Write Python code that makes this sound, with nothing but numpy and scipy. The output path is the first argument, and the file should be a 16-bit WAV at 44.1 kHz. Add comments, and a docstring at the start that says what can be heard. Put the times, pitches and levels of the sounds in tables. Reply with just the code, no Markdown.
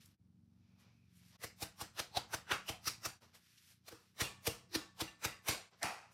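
"""A metal mallet pounds meat through plastic wrap on a wooden board in a small kitchen.
Each blow is noise crackling up to a slap with a noisy tail, over the ringing modes of the board.
A dish nearby sometimes clinks as a few decaying sines; wrap and gloves rustle as banded crackle, which
at the very end is the next blow beginning to swell. Behind lie the low overtones of a distant motor,
a narrow hiss that comes and goes and faint microphone hiss; the level dips briefly four times."""
import sys
import numpy as np
from scipy import signal
from scipy.fft import rfft, irfft, next_fast_len
from scipy.io import wavfile

SR = 44100
rng = np.random.default_rng(int(sys.argv[2]) if len(sys.argv) > 2 else 0)


def materialize(psi):
    """Save the field psi as 16-bit PCM at rate SR to the path in sys.argv[1].

    A 1-D psi becomes a single channel; in a 2-D psi each row is a channel.
    """
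    bounded = np.clip(np.atleast_2d(psi).T, -1, 1)
    quanta = np.round(bounded * 32767).astype(np.int16)
    wavfile.write(sys.argv[1], SR, quanta)


def amplitude_ratio(level_db):
    """Convert a level in decibels to the matching linear amplitude (field) ratio."""
    exponent = np.asarray(level_db, float) / 20
    return 10 ** exponent


N = 270333
T = np.arange(N) / SR

# mallet on wrap: peak t/s, level/dB, tilt/dB per octave, air pocket f/Hz, its lift/dB,
# tail level relative to the slap/dB
MALLET_BLOWS = [(1.442, -43, 1, 1840, 5.5, -5), (1.629, -41.5, 2, 1400, 1.5, -5),
                (1.816, -43, 1.4, 1120, 6, -4), (1.998, -36.5, -0.4, 3600, 6.5, -7.5),
                (2.174, -34.5, -0.7, 3920, 14.5, -8), (2.343, -37, 0.5, 1380, 5, -8),
                (2.519, -31, -2, 2980, 9, -3), (2.694, -39, 0.4, 2920, 8.5, -4),
                (2.879, -33.5, 2.5, 4900, 9.5, -6), (3.059, -36, 0.4, 5750, 4.5, -9.5),
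                (3.886, -51.5, 0.7, 4370, 7.5, -7.5), (3.923, -57.5, 0.5, 1320, 6, -1),
                (4.213, -33, 0.3, 3430, 3.5, -4), (4.474, -35.5, 2, 5200, -0.5, -5.5),
                (4.755, -34.5, -0.2, 4550, 8, -8), (5.013, -37, 0.3, 3580, 6.5, -7),
                (5.251, -33.5, -0.4, 1470, 1, -7), (5.489, -34, .5, 2380, 1.5, 0.6),
                (5.833, -37.5, -1.5, 1840, 9.5, 0.7)]
# board under each blow: t/s, level before the mode levels/dB, knock favoured by this spot f/Hz, its lift/dB
BOARD_BLOWS = [(1.445, -54.5, 456, 6), (1.628, -48, 740, 9), (1.821, -50.5, 750, 3.5),
               (2.001, -53.5, 320, 0.5), (2.171, -47, 790, 11.5), (2.346, -50.5, 604, 8),
               (2.525, -48.5, 1580, 15.5), (2.701, -47, 720, 7), (2.875, -50, 1310, 5),
               (3.067, -51.5, 748, 2), (3.895, -76, 500, 0), (3.931, -61.5, 404, 18),
               (4.219, -40.5, 384, 0.5), (4.48, -41, 560, 12.5), (4.762, -48.5, 326, 15.5),
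               (5.021, -45.5, 318, 9), (5.258, -44.5, 750, -4.5), (5.492, -42.5, 320, 1.5),
               (5.844, -52, 745, 14.5)]


def on_log(hz, table, order=1):
    """Read a column of a table on a log-frequency axis."""
    rows = np.array(table, float)
    return np.interp(np.log(np.maximum(hz, 1)), np.log(rows[:, 0]), rows[:, order])


def shaped(x, db_at):
    """Filter x by a dB curve over Hz."""
    size = next_fast_len(len(x))
    gain = amplitude_ratio(db_at(np.fft.rfftfreq(size, 1 / SR)))
    return irfft(rfft(x, size) * gain, size)[:len(x)]


def unit(x):
    """Scale to rms 1."""
    return x / np.sqrt(np.mean(x ** 2))


def band(x, lo_hz, hi_hz):
    """Band-pass."""
    sos = signal.butter(3, [lo_hz, hi_hz], "band", fs=SR, output="sos")
    return signal.sosfilt(sos, x)


def add(out, s, x):
    """Mix x in from time s."""
    i = int(s * SR)
    out[i:i + len(x)] += x[:N - i]


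def spot(s):
    """Swell time (ms) and tail t60 (s) of the spot pounded at time s."""
    # pounded spots: from t/s, time to swell 12 dB/ms, tail t60/s
    spots = [(1.4, 17, 0.26), (1.9, 15.5, 0.26), (3.0, 15, 0.36), (4.1, 14, .33), (5.7, 10, 0.46)]
    return [row for row in spots if row[0] <= s][-1][1:]


def crackle(size, spread_db, grain_ms):
    """Noise whose loudness jumps from one tiny fold to the next."""
    fold_size = max(int(grain_ms * SR / 1000), 1)
    fold_db = spread_db * rng.standard_normal(size // fold_size + 1)
    folds = np.repeat(amplitude_ratio(fold_db), fold_size)[:size]
    return unit(rng.standard_normal(size) * folds)


def coloured(size, table, humps, tilt_db, spread_db):
    """Crackle with the colour of a table, some (Hz, dB) humps and a tilt; rms 1 in the middle range."""
    # chance peaks and hollows of the crumpled sheet, new for each burst
    ripple_db, ripple_hz = 2.5, 221
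    ripple = ripple_db * rng.standard_normal(128)

    def colour(f):
        """Level in dB at f Hz."""
        octaves = np.log2(np.maximum(f, 1) / 2500)
        lift = np.interp(f / ripple_hz, np.arange(len(ripple)), ripple)
        for hz, db in humps:
            away = octaves - np.log2(hz / 2500)
            lift = lift + db * np.exp(-0.5 * (away / 0.25) ** 2)
        return on_log(f, table) + lift + tilt_db * np.clip(octaves, -2.5, 2.5)

    grain = shaped(crackle(size, spread_db, 0.66), colour)
    return grain / np.std(band(grain, 970, 7150))


def slaps():
    """Crackle swells ever faster as the head sinks in and stops when the meat bottoms out."""
    # colour of the wrap: f/Hz, level per Hz/dB
    wrap_colour = [(180, -18.5), (300, -6.5), (1200, 0), (1440, -3), (2070, -2.5), (4570, -7), (5950, -2.5),
                   (6460, -5.5), (8560, -6), (15500, -8.5)]
    knock_share = 0.9  # the favoured knock also colours the slap
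    hold_ms, fall_db_per_ms = 3.5, 1.6  # full level this long on either side of the peak
    out = np.zeros(N)
    ms = np.arange(-70, 50, 1000 / SR)
    for (s, db, tilt_db, hz, lift_db, _), (*_, knock_hz, knock_db) in zip(MALLET_BLOWS, BOARD_BLOWS):
        swell_ms = spot(s)[0]
        before = np.maximum(-ms - hold_ms, 0) / np.maximum(swell_ms - hold_ms, 1)
        rise = -12 * before ** 0.76
        fall = -fall_db_per_ms * np.maximum(ms - hold_ms, 0)
        humps = [(hz, lift_db), (knock_hz, knock_share * knock_db)]
        grain = coloured(len(ms), wrap_colour, humps, tilt_db, 1.4)
        add(out, s + ms[0] / 1000, grain * amplitude_ratio(db + rise + fall))
    return out


def settling():
    """A noisy tail after each slap keeps part of its colour; each band dies at its own rate."""
    # colour of the tail: f/Hz, level per Hz/dB, share of the spot's t60
    settle_colour = [(200, -6, 0.79), (500, -0.5, 1.04), (800, 1.5, 1.076), (2000, -1, 1.036),
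                     (5200, -3.5, 0.95), (7040, 0, 0.66), (15900, -8.5, 0.9)]
    # what the tail keeps of the slap's colour
    tilt_share, tilt_offset_db, lift_share, knock_share = 0.89, -0.06, 0.61, 0.42
    out = np.zeros(N)
    t = T[:int(0.4 * SR)]
    edges = 110 * 2 ** np.arange(0, 7.5, 0.9)  # bands 0.9 octave wide
    for (s, db, tilt_db, hz, lift_db, tail_db), (*_, knock_hz, knock_db) in zip(MALLET_BLOWS, BOARD_BLOWS):
        humps = [(hz, lift_share * lift_db), (knock_hz, knock_share * knock_db)]
        tail_tilt_db = tilt_offset_db + tilt_share * tilt_db
        grain = coloured(len(t), settle_colour, humps, tail_tilt_db, 0.78)
        spot_t60 = spot(s)[1]
        tail = 0
        for lo, hi in zip(edges[:-1], edges[1:]):
            t60 = spot_t60 * on_log(lo, settle_colour, order=2)
            tail = tail + band(grain, lo, hi) * amplitude_ratio(-60 * t / t60)
        onset = 1 - np.exp(-t / 0.0064)
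        add(out, s, amplitude_ratio(db + tail_db) * tail * onset)
    return out


def ring(hz, t60, swell_s):
    """One mode, pushed over swell_s and dying away."""
    t = T[:int(1.2 * t60 * SR)]
    push = 1 - np.exp(-(t / swell_s) ** 2)
    return np.sin(2 * np.pi * hz * t) * push * amplitude_ratio(-60 * t / t60)


def thuds():
    """The board's modes; the stiff high ones speak first, the deep flex comes last."""
    # board modes: f/Hz before a small chance detuning, level/dB, t60/s
    board_modes = [(66.5, 9, 0.031), (97, 13.5, 0.045), (108, -17, 0.1), (215, -8, 0.17), (297.3, -8, 0.21),
                   (319.6, 3.5, 0.11), (478.3, 9, 0.045), (670.3, 0, 0.065), (813.4, -2.5, 0.091)]
    # upper modes away from the favoured knock, and the reach of its lift
    knock_floor_db, knock_octaves = -2.5, 0.3
    out = np.zeros(N)
    detune = 0.012 * rng.standard_normal((len(BOARD_BLOWS), len(board_modes)))
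    for (s, db, knock_hz, lift_db), shifts in zip(BOARD_BLOWS, detune):
        for (hz, mode_db, t60), shift in zip(board_modes, shifts):
            away = np.log2(hz / knock_hz) / knock_octaves
            knock_db = knock_floor_db + lift_db * np.exp(-0.5 * away ** 2)
            gain_db = db + mode_db + knock_db * (hz > 150)
            lead_s = 0.0014 + 0.002189 * np.log2(hz / 60)
            add(out, s - lead_s, -amplitude_ratio(gain_db) * ring(hz * (1 + shift), t60, 0.0031))
    return out


def snaps():
    """Single folds snap: brief bright noise bursts, broad around one pitch."""
    # snapping folds: t/s, level/dB, half length/ms, loudest f/Hz
    fold_snaps = [(.06, -56.5, 1.8, 8860), (3.582, -64, 5.8, 4470), (5.8309, -27.5, 0.73, 5900)]
    spread = 1.7  # frequency ratio from the loudest pitch to either band edge
    out = np.zeros(N)
    ms = np.arange(-25, 25, 1000 / SR)
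    for s, db, half_ms, hz in fold_snaps:
        noise = rng.standard_normal(len(ms))
        burst = unit(band(noise, hz / spread, min(hz * spread, 15500)))
        add(out, s + ms[0] / 1000, amplitude_ratio(db) * burst * np.exp(-0.5 * (ms / half_ms) ** 2))
    return out


def rustle():
    """Crackle in three ranges: wrap and gloves move, and in the last list the next blow begins to swell."""
    # stretches of crackle, the last one the start of the next blow's swell:
    # t/s, level/dB, treble relative to it/dB, low part relative to it/dB
    stretches = [
        [(0.01, -67, -1.5, -26), (0.068, -77, 8, -11), (0.14, -82, -3, -13)],
        [(0.52, -100, -1, 0), (0.632, -87.5, -12, -10), (0.77, -87.5, -7, 0), (0.804, -74, 1.5, -8),
         (0.88, -77.5, -12, -1), (1.01, -90, -4, -11), (1.09, -85.5, -7, -18), (1.174, -77.5, 9, -33),
         (1.22, -74.5, 0, -9), (1.292, -74, 4.5, -23), (1.362, -67, -7, -2)],
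        [(3.21, -73, 2, .3), (3.23, -66, -2.5, -1), (3.326, -82, -6, -5), (3.35, -61.5, 2, -9),
         (3.402, -77.5, 2, -9), (3.428, -73, -0.5, -23.5), (3.638, -72, 3, -32), (3.72, -68, 5.5, -14),
         (3.776, -83.5, 1.5, -35), (3.83, -94.5, -7, -28)],
        [(4.0, -80.5, 6, -8), (4.096, -78, -2, -21), (4.14, -87.5, 3, -24)],
        [(5.71, -76, 3, 0), (5.738, -69.5, -20, 2), (5.77, -78, -7, -2), (5.8, -71, 1.5, -10)],
        [(6.1, -88, -8, 4), (6.116, -75.5, 3, 1), (6.13, -77, 8, 1.5)],
    ]
    grain = crackle(N, 1.3, 2.0)
    middle = unit(band(grain, 1430, 6600))
    treble = unit(band(grain, 6360, 13500))
    low = unit(band(grain, 337, 1250))
    out = np.zeros(N)
    for rows in stretches:
        s, db, treble_db, low_db = np.transpose(rows)
        level = np.interp(T, [s[0] - 0.03, *s, s[-1] + 0.043], [-110, *db, -110])
        out += amplitude_ratio(level) * middle
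        out += amplitude_ratio(level + np.interp(T, s, treble_db)) * treble
        out += amplitude_ratio(level + np.interp(T, s, low_db)) * low
    return out


def dish():
    """A dish jolted on the table: short taps ring the same few modes."""
    # taps: t/s, low ring level before the mode levels/dB, high ping level likewise/dB
    jolts = [(4.244, -58, -44.5), (4.306, -66.5, -74), (4.497, -63, -49.5), (4.769, -62, -66),
             (4.815, -61.5, -60), (5.077, -59, -52), (5.096, -64, -62), (5.27, -66, -64), (5.325, -65, -59),
             (5.509, -57, -58)]
    # dish modes, some in close pairs: f/Hz, level/dB, t60/s
    dish_modes = [(1128, -4, .5), (1143, -8, .45), (1763, -6, .45), (1776, -3, .42), (2514, -12, .3),
                  (2762, 3, .15)]
    out = np.zeros(N)
    for s, low_db, high_db in jolts:
        for hz, mode_db, t60 in dish_modes:
            tap_db = low_db if hz < 2000 else high_db
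            add(out, s, amplitude_ratio(mode_db + tap_db) * ring(hz, t60, 0.00049))
    return out


def kitchen(x):
    """Diffuse echo: half-octave bands of noise, each dying at its own rate."""
    # room: f/Hz, t60/s, level/dB
    room_decay = [(101.5, 0.2, 5), (300, 0.23, 1), (1000, 0.61, -18), (3030, 0.27, 2.5)]
    t = T[:int(0.45 * SR)]
    noise = rng.standard_normal(len(t))
    edges = 45 * 2 ** np.arange(0, 9, 0.5)
    tail = 0
    for lo, hi in zip(edges[:-1], edges[1:]):
        level_db = on_log(lo, room_decay, order=2) - 60 * t / on_log(lo, room_decay)
        tail = tail + band(noise, lo, hi) * amplitude_ratio(level_db)
    tail = tail * (1 - np.exp(-t / 0.0041))
    return signal.fftconvolve(x, tail / np.sqrt(np.sum(tail ** 2)))[:N]


def hiss():
    """A faint narrow noise near 2.4 kHz comes and goes."""
    # hiss: t/s, level/dB
    hiss_level = [(.5, -110), (.65, -93), (.85, -84), (1.05, -87), (1.12, -98), (1.3, -88), (1.37, -110)]
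    noise = unit(band(rng.standard_normal(N), 2250, 2600))
    return noise * amplitude_ratio(np.interp(T, *np.transpose(hiss_level)))


def hum():
    """Distant motor, one soft throb a turn: overtones nearly in step waver alone over a like-coloured rumble."""
    # what the walls let through: f/Hz, level/dB
    wall_colour = [(40, -31.5), (69, -11), (92, -2), (115, 0), (138, -7.5), (161, -10), (182, -1),
                   (207, -14.5), (231, -6.5), (255, -19.5), (310, -17.5), (400, -24), (600, -35)]
    # tones of the hum over time: t/s, level/dB
    hum_level = [(0, -69), (1.3, -69.5), (1.45, -70), (3.2, -69), (3.5, -77), (4.1, -75), (4.3, -66.5),
                 (5.6, -75), (5.75, -74), (6.13, -75)]
    # motor: t/s, speed/turns per s
    motor_speed = [(0, 24.0), (.15, 24.0), (.2, 22.8), (.32, 22.5), (.55, 23.2), (1.0, 23.2), (1.2, 22.1),
                   (1.37, 22.3), (3.3, 29.2), (3.75, 29.0), (4.1, 32.0), (6.13, 29.0)]
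    waver_db, slip_rad, waver_s = 3.0, 0.7, 0.2
    rumble_db = -5  # relative to the tones
    turns = np.interp(T, *np.transpose(motor_speed))
    phase = 2 * np.pi * (np.cumsum(turns) / SR - 0.1)
    knots = np.arange(0, N / SR + 1, waver_s)
    waver, slip = rng.standard_normal((2, 14, len(knots)))
    tones = np.zeros(N)
    for k in range(2, 14):
        level_db = on_log(k * turns, wall_colour) + waver_db * np.interp(T, knots, waver[k])
        tones += amplitude_ratio(level_db) * np.cos(k * phase + slip_rad * np.interp(T, knots, slip[k]))
    rumble = shaped(rng.standard_normal(N), lambda f: on_log(f, wall_colour) - 60 * (f > 900))
    mix = unit(tones) + amplitude_ratio(rumble_db) * unit(rumble)
    return mix * amplitude_ratio(np.interp(T, *np.transpose(hum_level)))


def mic_hiss():
    """Faint steady hiss of the microphone."""
    return amplitude_ratio(-96.5) * unit(band(rng.standard_normal(N), 900, 10500))


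def dips():
    """Gain that falls briefly and returns, its depth in dB shrinking exponentially on either side."""
    # dips: deepest t/s, fall time constant/ms, return time constant/ms, depth level/dB
    brief_dips = [(.17, 10, 14, -27), (1.374, 4.1, 8.7, -34), (3.203, 29, 8.4, -19), (5.703, 7.8, 14, -12)]
    db = np.zeros(N)
    for s, out_ms, in_ms, depth_db in brief_dips:
        away = np.where(T < s, (T - s) / out_ms, (s - T) / in_ms) * 1000
        db += depth_db * np.exp(away)
    return amplitude_ratio(db)


def scene():
    """All sources with the room's echo of board and dish, under the dips."""
    board, clinks = thuds(), dish()
    echo = kitchen(amplitude_ratio(-6) * board + amplitude_ratio(-10) * clinks)
    wrap = slaps() + settling() + snaps() + rustle()
    background = hiss() + hum() + mic_hiss()
    mix = wrap + board + clinks + echo + background
    return (mix * dips())[None]


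def low_pass(x):
    """Removes everything above the highest recorded frequency."""
    return signal.sosfilt(signal.butter(12, 15970, fs=SR, output="sos"), x)


def record(dry):
    """The microphone path drops by a step above 6 kHz, rolls off at the very top and loses the deep bass."""
    def treble_db(f):
        """Level in dB at f Hz: a 5 dB step, then a slope per kHz."""
        step = -5.0 / (1 + np.exp(np.clip((6150 - f) / 30, -50, 50)))
        return step - 3.6 * np.maximum(f - 13500, 0) / 1000

    bass_cut = signal.butter(4, 50, "high", fs=SR, output="sos")
    x = signal.sosfilt(bass_cut, shaped(dry[0], treble_db))
    return low_pass(x[None])


dry = scene()
out = record(dry)
materialize(out)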